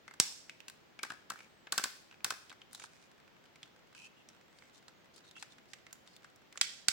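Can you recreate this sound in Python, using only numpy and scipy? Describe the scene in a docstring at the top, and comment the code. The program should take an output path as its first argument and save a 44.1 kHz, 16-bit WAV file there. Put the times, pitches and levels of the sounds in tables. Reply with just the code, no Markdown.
"""A hard plastic toy robot, posed by two hands just above a table, close to a stereo microphone in a small room.
Joint detents snap over and loose panels tick: each blow is a noise burst that rings the hollow shell for
a few milliseconds. Between the clicks joints and fingers rub by stick and slip, and a faint whistle glides.
The room answers with a bright tail of decaying noise, over a soft hush of shaped noise."""
import sys
import numpy as np
from scipy import signal
from scipy.fft import rfft, irfft
from scipy.io import wavfile
from scipy.ndimage import uniform_filter1d

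SR = 44100
rng = np.random.default_rng(int(sys.argv[2]) if len(sys.argv) > 2 else 0)


def generate_wav(sig):
    """Save sig (samples, or channels by samples) to the path in sys.argv[1] as 16-bit PCM at SR."""
    pcm = np.round(np.clip(np.atleast_2d(sig).T, -1, 1) * 32767).astype(np.int16)
    wavfile.write(sys.argv[1], SR, pcm)


N = 305172

# The ranges that a blow excites, from the whole toy down to the contact point:
# knock, chest, panel, shell, edge, fizz. Each row: low edge in Hz, high edge in Hz.
REGISTERS = [(125, 900), (950, 1900), (1900, 3500), (3500, 6300), (6300, 9500), (9500, 17500)]
# Light ticks: their balance over the registers. Each entry: relative level in dB.
TICK_COLOUR = [-6.5, 3.63, 1.7, 1, -2.2, -16]
# A stiff joint snaps home. Each row: time in seconds, strength in dB, brightness in dB per octave,
# thump of the whole toy in dB, pitch of the struck part in Hz, rattle decay in seconds, left-right in dB.
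JOINT_SNAPS = [(0.2001, -23, 3.5, 9.5, 5540, .0013, -1.5), (6.613, -25, -1, -9.5, 3260, 0.00164, -4),
               (6.884, -24.5, 1.5, 1, 4900, 0.00186, -5.5)]
# The shoulder ratchet jumps a tooth. Each row: time in seconds, crack in dB, brightness in dB per octave,
# pitch of the struck part in Hz, knock of the chest in dB, delay of that knock in seconds, left-right in dB.
RATCHET_TEETH = [(1.0319, -39.5, -1, 2310, -40.5, 0.0033, 0.5),
                 (1.1023, -52, -3, 1450, -40.5, 0.00092, 1.5), (1.3015, -43, 2.5, 7550, -40, 0.0028, 1),
                 (1.723, -33, 1.5, 4200, -40.5, .003, 0.5), (1.7787, -30, 1, 5100, -35, 0.0043, -0.5),
                 (1.8391, -32.5, 1, 4400, -38.5, .004, 0), (2.2454, -32, 1, 8100, -38.5, 0.0021, 1),
                 (2.305, -37, 0.5, 8200, -38.5, 0.0016, -1)]


def amp(db):
    """Decibels to gain."""
    return 10 ** (np.asarray(db) / 20)


def unit(x):
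    """Scales to rms 1."""
    return x / np.sqrt(np.mean(x ** 2) + 1e-20)


def read(points, hz):
    """Reads a curve off its points on a log-frequency axis."""
    f, value = np.transpose(points)
    return np.interp(np.log(hz + 1), np.log(f), value)


def add(mix, s, sound):
    """Mixes a stereo sound in at time s."""
    start = max(round(s * SR), 0)
    part = mix[:, start:][:, :sound.shape[1]]
    part += sound[:, :part.shape[1]]


def band(x, low_hz, high_hz, order=3):
    """Causal band-pass."""
    edges_hz = [low_hz, min(high_hz, .49 * SR)]
    return signal.sosfilt(signal.butter(order, edges_hz, "band", fs=SR, output="sos"), x)


def pair(x, likeness):
    """Turns two unrelated signals into two partly alike channels."""
    c = np.clip(likeness, 0, 1)
    shared = np.array([[1], [1]]) * np.sqrt((1 + c) / 2) * x[0]
    opposed = np.array([[1], [-1]]) * np.sqrt((1 - c) / 2) * x[1]
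    return shared + opposed


def causal(gain):
    """The minimum-phase response that has this gain, by folding its cepstrum."""
    cepstrum = irfft(np.log(gain + 1e-9))
    half = cepstrum.shape[-1] // 2
    cepstrum[..., 1:half] *= 2
    cepstrum[..., half + 1:] = 0
    return np.exp(rfft(cepstrum))


def hush(likeness=0.042, level_db=-63.5):
    """The steady, dull background of the room: noise filtered to a falling spectrum."""
    # Colour of the background. Each row: frequency in Hz, relative density in dB per Hz.
    hush_colour = [(15, -40), (25, -22), (161, -4.5), (373, -6.5), (427, -8), (503, -7.5), (1130, -12.5),
                   (1400, -12.5), (1560, -13), (2000, -13), (2550, -16), (3080, -16), (6920, -27),
                   (10400, -40.5), (16000, -29.5)]
    noise = pair(rng.standard_normal((2, N)), likeness)
    gain = amp(read(hush_colour, np.fft.rfftfreq(N, 1 / SR)))
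    return amp(level_db) * unit(irfft(rfft(noise) * gain, N))


def blow(colour_db, strength_db, bright_db=0, hollow_db=0, thump_db=0, fizz_db=0):
    """Strength of each register: brightness tilts the colour up, the chest and the toy's bulk fill the bottom."""
    # How each register answers a blow. Each row: octaves of brightness tilt against the shell's register,
    # share of the chest's ring, share of the thump, share of the fizz.
    response = [(-1.5, .5, 1, 0), (-1.5, 1, .4, 0), (-.8, 0, 0, 0), (0, 0, 0, 0), (.7, 0, 0, 0),
                (1.5, 0, 0, 1)]
    return strength_db + np.array(colour_db) + np.array(response) @ [bright_db, hollow_db, thump_db, fizz_db]


def ticks(usual_decay_s=.0024, fizz_db_per_halving=8, part_db=13.5, focus_db=4.5, focus_octaves=0.55):
    """A light blow is lifted around the pitch of the part it strikes; the sooner it dies, the more it fizzes."""
    # A loose panel or finger joint ticks. 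Each row: time in seconds, strength in dB, brightness in dB per
    # octave, ring of the hollow chest in dB, pitch of the struck part in Hz, rattle decay in seconds,
    # left-right in dB.
    loose_parts = [(.079, -59.5, -0.5, 3, 2140, .0029, 1), (.11, -66, 2, 10.5, 2100, .0024, -1),
                   (.138, -63, 5.5, 10, 2170, 0.0025, -2.5), (.4954, -54, -2, -13.5, 2380, 0.0018, 0.5),
                   (.6038, -59.5, -2, -13, 2630, 0.0011, -7.5), (.6818, -51, 5.5, -3, 2700, .0024, 1.5),
                   (.6987, -59.5, 7, 8.5, 4070, 0.0017, 3), (.9904, -56.5, -4, -6.5, 2280, 0.0033, 4),
                   (1.358, -74.5, 2.5, 19.5, 1770, 0.0013, -9), (1.39, -64.5, 1, -1, 2350, 0.0017, 0),
                   (1.4048, -66, -6.5, -4.5, 2310, 0.0015, -1), (1.67, -63, -9, -8, 1720, 0.00272, .5),
                   (2.112, -67.5, -3.5, -4, 2600, 0.00245, -3), (2.125, -72.5, -7.5, -7, 2620, 0.00246, -2),
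                   (2.1422, -72, -5.5, -8, 2500, 0.0013, 1), (2.2057, -75, -9, -6, 2440, 0.0012, -3),
                   (2.496, -61, 2, -17, 3300, .0016, -4.5), (2.502, -60.5, -2.5, -9, 3920, .0024, 2),
                   (2.5143, -67.5, -6, 2, 4480, 0.0032, 2), (2.5259, -65.5, 5, 10.5, 2170, .0028, -5),
                   (2.617, -64.5, -7.5, -15, 3120, 0.0021, -1.5), (2.7307, -62, 10.5, 11, 8750, 0.0016, 4),
                   (2.748, -53.5, 7, 2, 3900, 0.0024, 0.5), (2.7974, -56, 2, -1, 7100, 0.0038, -2),
                   (2.819, -64, -3, -3, 2450, 0.0029, 0), (2.8384, -56.5, 2, 7.5, 8500, 0.0026, .5),
                   (3.278, -73, 1, 4, 2600, .0022, -8), (3.365, -76, -6, -3, 2200, .002, 1),
                   (3.455, -73, 0.5, -2, 3100, .0021, -3.5), (3.5573, -66, 0, -12, 2210, .0026, -3),
                   (3.6299, -56, -1.5, -15, 3370, .003, -3), (3.9492, -62.5, 2.5, -0.5, 2744, 0.0033, -2),
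                   (4.288, -62, 3.5, -9, 5730, .0022, -2), (4.5865, -67.5, .5, -5, 4580, .0024, 2),
                   (4.6224, -71.5, -5, -3, 2104, .0016, -5), (4.8818, -61.5, 2, 2, 4350, 0.0025, -3),
                   (5.1616, -66, 8, -3, 3920, .003, 13), (5.1792, -67.5, 4, -5, 4670, 0.002, -7.5),
                   (5.3111, -63, 4, -12, 3700, .0028, -2), (5.364, -66.5, -2, 3, 2820, .0029, -2),
                   (5.4253, -49, 2.5, -1.5, 1920, .0026, -0.5), (5.5828, -67.5, -2, -6.5, 2100, .0026, -1),
                   (5.7338, -51.5, 2, -9, 1980, .0032, -5), (5.866, -62.5, -2.5, -10, 2020, .0029, -3.5),
                   (5.9283, -56, 8, 4, 7110, 0.0015, 0), (6.0743, -64, 2, -7, 3610, 0.0034, 0),
                   (6.1644, -62.5, 3.5, -10, 3560, .0014, -1), (6.2437, -63.5, 2, 5, 1560, 0.0035, -1),
                   (6.36, -74, 10, -2, 5530, 0.0019, -1), (6.526, -61.5, 2, -10.5, 2020, .002, 0),
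                   (6.5566, -70, 3, 15.5, 1970, .002, 0), (6.5743, -48.5, 1, -8, 7100, .003, -4)]
    centres_hz = np.sqrt(np.prod(REGISTERS, axis=1))
    for s, strength_db, bright_db, hollow_db, part_hz, decay_s, pan_db in loose_parts:
        octaves_away = np.log2(centres_hz / part_hz)
        focus = focus_db * np.exp(-(octaves_away / focus_octaves) ** 2)
        fizz_db = fizz_db_per_halving * np.log2(usual_decay_s / decay_s)
        strengths_db = blow(TICK_COLOUR, strength_db, bright_db, hollow_db, fizz_db=fizz_db) + focus
        yield s, decay_s, pan_db, part_hz, part_db, strengths_db


def faint_leads(lead_s=0.0025, level_db=-59, decay_s=.002, part_hz=3000, part_db=4):
    """A faint short blow set just ahead of each snap and detent."""
    # Balance of this faint blow over the registers. Each entry: relative level in dB.
    lead_colour = [-12.5, -3.5, -0.5, -1, -7, -8.5]
    for s, *_ in list(JOINT_SNAPS) + list(RATCHET_TEETH):
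        yield s - lead_s, decay_s, 0, part_hz, part_db, blow(lead_colour, level_db)


def snaps(part_db=9):
    """Stiff joints snap home with one crisp blow each."""
    # Balance of a snap over the registers. Each entry: relative level in dB.
    snap_colour = [-18, -11.5, -5.5, 0.5, -1, -18]
    for s, strength_db, bright_db, thump_db, part_hz, decay_s, pan_db in JOINT_SNAPS:
        strengths_db = blow(snap_colour, strength_db, bright_db, thump_db=thump_db)
        yield s, decay_s, pan_db, part_hz, part_db, strengths_db


def detents(crack_s=0.00228, part_db=8, chest_s=0.00197, chest_hz=1550, chest_part_db=11,
            rebound_s=.0172, rebound_loss_db=-9, rebound_hz=1700, count=2):
    """The pawl cracks over a tooth, the hollow chest knocks just after, and the loose arm rebounds twice."""
    # Balance of the crack over the registers. Each entry: relative level in dB.
    crack_colour = [-14, -9.5, -6, -0.5, -1.5, -10.5]
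    # Balance of the chest's knock over the registers. Each entry: relative level in dB.
    chest_colour = [-12.5, 1.5, -6.5, -32, -21.5, -31]
    # Balance of the arm's rebound over the registers. Each entry: level in dB against the chest's knock.
    rebound_colour = [-13, -10.5, -18, -15.5, -16.5, -28]
    for s, crack_db, bright_db, part_hz, chest_db, delay_s, pan_db in RATCHET_TEETH:
        yield s, crack_s, pan_db, part_hz, part_db, blow(crack_colour, crack_db, bright_db)
        yield s + delay_s, chest_s, pan_db, chest_hz, chest_part_db, blow(chest_colour, chest_db)
        for k in range(count):
            strengths_db = blow(rebound_colour, chest_db + k * rebound_loss_db)
            yield s + (k + 1) * rebound_s, crack_s, pan_db, rebound_hz, chest_part_db, strengths_db


def rattle(decay_s, linger_db=-21, linger_s=0.0079, likeness=0.51, size=2048):
    """A blow scatters through the joined parts: a dense burst, even in colour, that dies in milliseconds."""
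    t = np.arange(size) / SR
    rise = 1 - np.exp(-t / .00012)
    fade = rise * (np.exp(-t / decay_s) + amp(linger_db) * np.exp(-t / linger_s))
    z = rfft(pair(rng.standard_normal((2, size)), likeness) * fade)
    smoothed = np.sqrt(uniform_filter1d(abs(z) ** 2, size=17, axis=1))
    return z / causal(smoothed)  # flattens the colour


def click(decay_s, pan_db, part_hz, part_db, strengths_db, part_q=11, push_db=3, push_hz=300, lag=.8,
          port_delay_s=.00002):
    """The burst rings the struck part and the body; where the toy is struck sets each register's strength."""
    # Modes of the plastic body. Each row: frequency in Hz, level in dB above the rattle, width in Hz.
    body_modes = [(796, 9.5, 90), (1360, 5.5, 240), (1546, 9, 86), (2600, 4.5, 110), (3770, -0.5, 230),
                  (4527, 3, 870), (5090, 2, 200), (7710, 8, 600)]
    # How the two microphone ports colour near sounds. 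Each row: frequency in Hz, left-right in dB.
    port_colour = [(200, -0.5), (3000, 1.5), (6000, 0), (7000, -10), (7800, -10), (8600, 3.5), (9300, 11.5),
                   (11500, -1), (15000, 2)]
    decay_s = max(decay_s, .0003)
    z = rattle(decay_s)
    hz = np.linspace(0, SR / 2, z.shape[1])
    # the whole toy jumps, most under a crisp snap
    z = z + amp(push_db) * (0.0025 / decay_s) / (1 + 1j * hz / push_hz)
    modes = list(body_modes) + [(part_hz, part_db, part_hz / part_q)]
    peaks = sum(amp(db) ** 2 / (1 + (2 * (hz - f) / width) ** 2) for f, db, width in modes)
    balance = amp(np.array([[.5], [-.5]]) * (read(port_colour, hz) + pan_db))
    # the left port hears it a moment later
    arrival = np.exp(-2j * np.pi * hz * np.array([[port_delay_s], [0]]))
    ring = irfft(z * causal(np.sqrt(1 + peaks) * balance) * arrival)
    parts = [amp(db) * unit(band(ring, *edges)) for db, edges in zip(strengths_db, REGISTERS)]
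    # a loose joint reaches the hollow chest late
    late = round(lag * max(decay_s - .0015, 0) * SR)
    parts[1] = np.roll(parts[1], late, axis=1)
    # each register's strength is its rms as if all its energy fell within 10 ms
    return sum(parts) * np.sqrt(SR / 100 / ring.shape[1])


def clicks(hard_db=-28, send_slope=0.13):
    """Every snap and tick, near and as sent to the room: light ones are sent more weakly and leave less tail."""
    near, sent = np.zeros((2, 2, N))
    for s, decay_s, pan_db, part_hz, part_db, strengths_db in [*faint_leads(), *snaps(), *detents(), *ticks()]:
        sound = click(decay_s, pan_db, part_hz, part_db, strengths_db)
        quiet_send_db = send_slope * min(max(strengths_db) - hard_db, 0)
        add(near, s - .0002, sound)
        add(sent, s - .0002, sound * amp(quiet_send_db))
    return near, sent


def room(x, build_s=0.0046, lean_db=0.5):
    """A diffuse tail: sparse random echoes that build up, then die at a rate set for each band."""
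    # Reverberation time. Each row: frequency in Hz, time to fall by 60 dB in seconds.
    room_t60 = [(150, 0.52), (700, .5), (1600, 0.46), (4000, 0.56), (8000, .56), (15000, 0.46)]
    # Colour of the tail. Each row: frequency in Hz, gain in dB.
    room_gain = [(150, -18.5), (600, -14.5), (1100, -10), (1650, -7), (2100, -5.5), (3000, -7.5),
                 (4200, -9.5), (5500, -8), (8000, -12.5), (11000, -11.5), (15000, -8)]
    t = np.arange(SR) / SR
    echoes = rng.standard_normal((2, SR)) * (rng.random((2, SR)) < .15)
    echoes = echoes * (1 - np.exp(-(t / build_s) ** 2))
    hz, at, z = signal.stft(echoes, SR, nperseg=256)
    z = z * amp(-60 * at / read(room_t60, hz)[:, None])
    tail = signal.istft(z * amp(read(room_gain, hz))[:, None], SR, nperseg=256)[1]
    uncoloured = signal.istft(z, SR, nperseg=256)[1]
    tail = tail / np.linalg.norm(uncoloured[0])
    return signal.fftconvolve(x, tail, axes=1)[:, :N] * amp(np.array([[.5], [-.5]]) * lean_db)


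def rubs(slips_per_s=220, smooth=1.0, scrape_low_hz=3200, scrape_high_hz=7500, taper=0.26, build_db=4):
    """Stick and slip: tiny uneven catches scrape and ring two narrow resonances, louder as pressure builds."""
    # Plastic sliding on plastic or skin. Each row: start in seconds, end in seconds, squeak pitch in Hz,
    # squeak level in dB, scrape level in dB (both before the pressure and the fades).
    strokes = [(1.35, 1.467, 2390, -66.5, -69.5), (2.708, 2.879, 3750, -72, -60.5),
               (2.869, 3.09, 2510, -74.5, -71), (3.947, 4.086, 2630, -57.5, -62),
               (4.162, 4.23, 2860, -68.5, -78), (4.542, 4.7, 2250, -76.5, -74.5),
               (4.725, 4.798, 3700, -74.5, -66.5), (5.131, 5.199, 4470, -72, -67),
               (5.236, 5.3, 3830, -67, -69), (5.353, 5.39, 2780, -54.5, -65.5),
               (5.383, 5.429, 4120, -66, -60), (5.499, 5.532, 3660, -66, -67),
               (5.678, 5.731, 4930, -77, -70), (6.054, 6.18, 4460, -72.5, -73)]
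    # The squeak's two resonances. Each row: factor on the squeak's pitch, width in Hz, relative level in dB.
    squeak_bands = [(0.998, 205, 0.5), (1.13, 440, -2.5)]
    out = np.zeros((2, N))
    catches = (rng.random(N) < slips_per_s / SR) * rng.rayleigh(1, N)
    # a steady grain under the catches
    drive = pair(rng.choice([-1., 1.], (2, N)), 0.11) * (unit(catches) + smooth)
    for start, end, hz, squeak_db, scrape_db in strokes:
        friction = drive[:, round(start * SR):round(end * SR)]
        squeak = sum(amp(db) * unit(band(friction, hz * k - width / 2, hz * k + width / 2, order=2))
                     for k, width, db in squeak_bands)
        scrape = band(friction, scrape_low_hz, scrape_high_hz, order=2)
        stroke = amp(squeak_db) * unit(squeak) + amp(scrape_db) * unit(scrape)
        pressure = amp(build_db * np.linspace(-.5, .5, stroke.shape[1]))
        add(out, start, pressure * stroke * signal.windows.tukey(stroke.shape[1], taper))
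    return out


def whistle(waver=0.0099, level_db=-82.5, taper=0.45):
    """A very faint, thin sine that swells, slides in pitch with a slight waver, and fades."""
    # The glides, one table each. Each row: time in seconds, pitch in Hz.
    glides = [
        [(1.44, 8800), (1.52, 8150), (1.61, 7950), (1.65, 7330), (1.72, 6950)],
        [(4.38, 6410), (4.48, 7430), (4.57, 8600), (4.63, 7800), (4.74, 7500)],
        [(4.92, 6550), (4.98, 6640), (5.07, 6250)],
    ]
    out = np.zeros((2, N))
    for glide in glides:
        s, hz = np.transpose(glide)
        t = np.arange(s[0], s[-1], 1 / SR)
        wander = unit(uniform_filter1d(rng.standard_normal(N), size=60))[:len(t)]
        pitch = np.interp(t, s, hz) * (1 + waver * wander)
        tone = np.sin(2 * np.pi * np.cumsum(pitch) / SR)
        tone = tone * amp(level_db) * signal.windows.tukey(len(t), taper)
        add(out, s[0], np.array([tone, tone]))
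    return out


def handling(count=56, faint_db=-77, spread_db=5, bright_db=1, bright_spread_db=3, decay_s=0.00177,
             part_db=11, low_hz=1700, octaves=1.7, pan_db=8):
    """Tiny ticks of loose parts, scattered at random, while the hands shift their grip and work the foot."""
    # The stretch of regripping: start and end in seconds.
    regrip_s = (2.7, 6.6)
    out = np.zeros((2, N))
    for when, pitch, side, size, tilt in rng.random((count, 5)):
        brightness = bright_db + bright_spread_db * (tilt - .5)
        strengths_db = blow(TICK_COLOUR, faint_db + spread_db * size, brightness)
        part_hz = low_hz * 2 ** (octaves * pitch)
        sound = click(decay_s, pan_db * (side - .5), part_hz, part_db, strengths_db)
        add(out, np.interp(when, [0, 1], regrip_s), sound)
    return out


def scene(rub_room_db=-5):
    """The toy, its room and the background."""
    near, sent = clicks()
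    fingers = rubs() + handling()
    reverb = room(sent + amp(rub_room_db) * fingers)
    return near + fingers + reverb + whistle() + hush()


def limiter(x, ceiling_db=-12.0, recovery_db_per_s=80):
    """Turns the gain down at once under the hardest snaps and lets it back over the room's tail."""
    power = uniform_filter1d((x ** 2).mean(0), size=66)
    power_db = 10 * np.log10(abs(power) + 1e-12)
    fall = np.arange(N) * recovery_db_per_s / SR
    held_db = np.maximum.accumulate(power_db + fall) - fall  # peaks that sink at the recovery rate
    over_db = np.maximum(held_db - ceiling_db, 0)
    return x / amp(uniform_filter1d(over_db, size=30))


def record(dry, edge_hz=16200):
    """The recorder's limiter and band limit, a steep low-pass."""
    low_pass = signal.firwin(301, edge_hz, window=("kaiser", 8), fs=SR)
    return signal.oaconvolve(limiter(dry), low_pass[None], "same")


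dry = scene()
out = record(dry)
generate_wav(out)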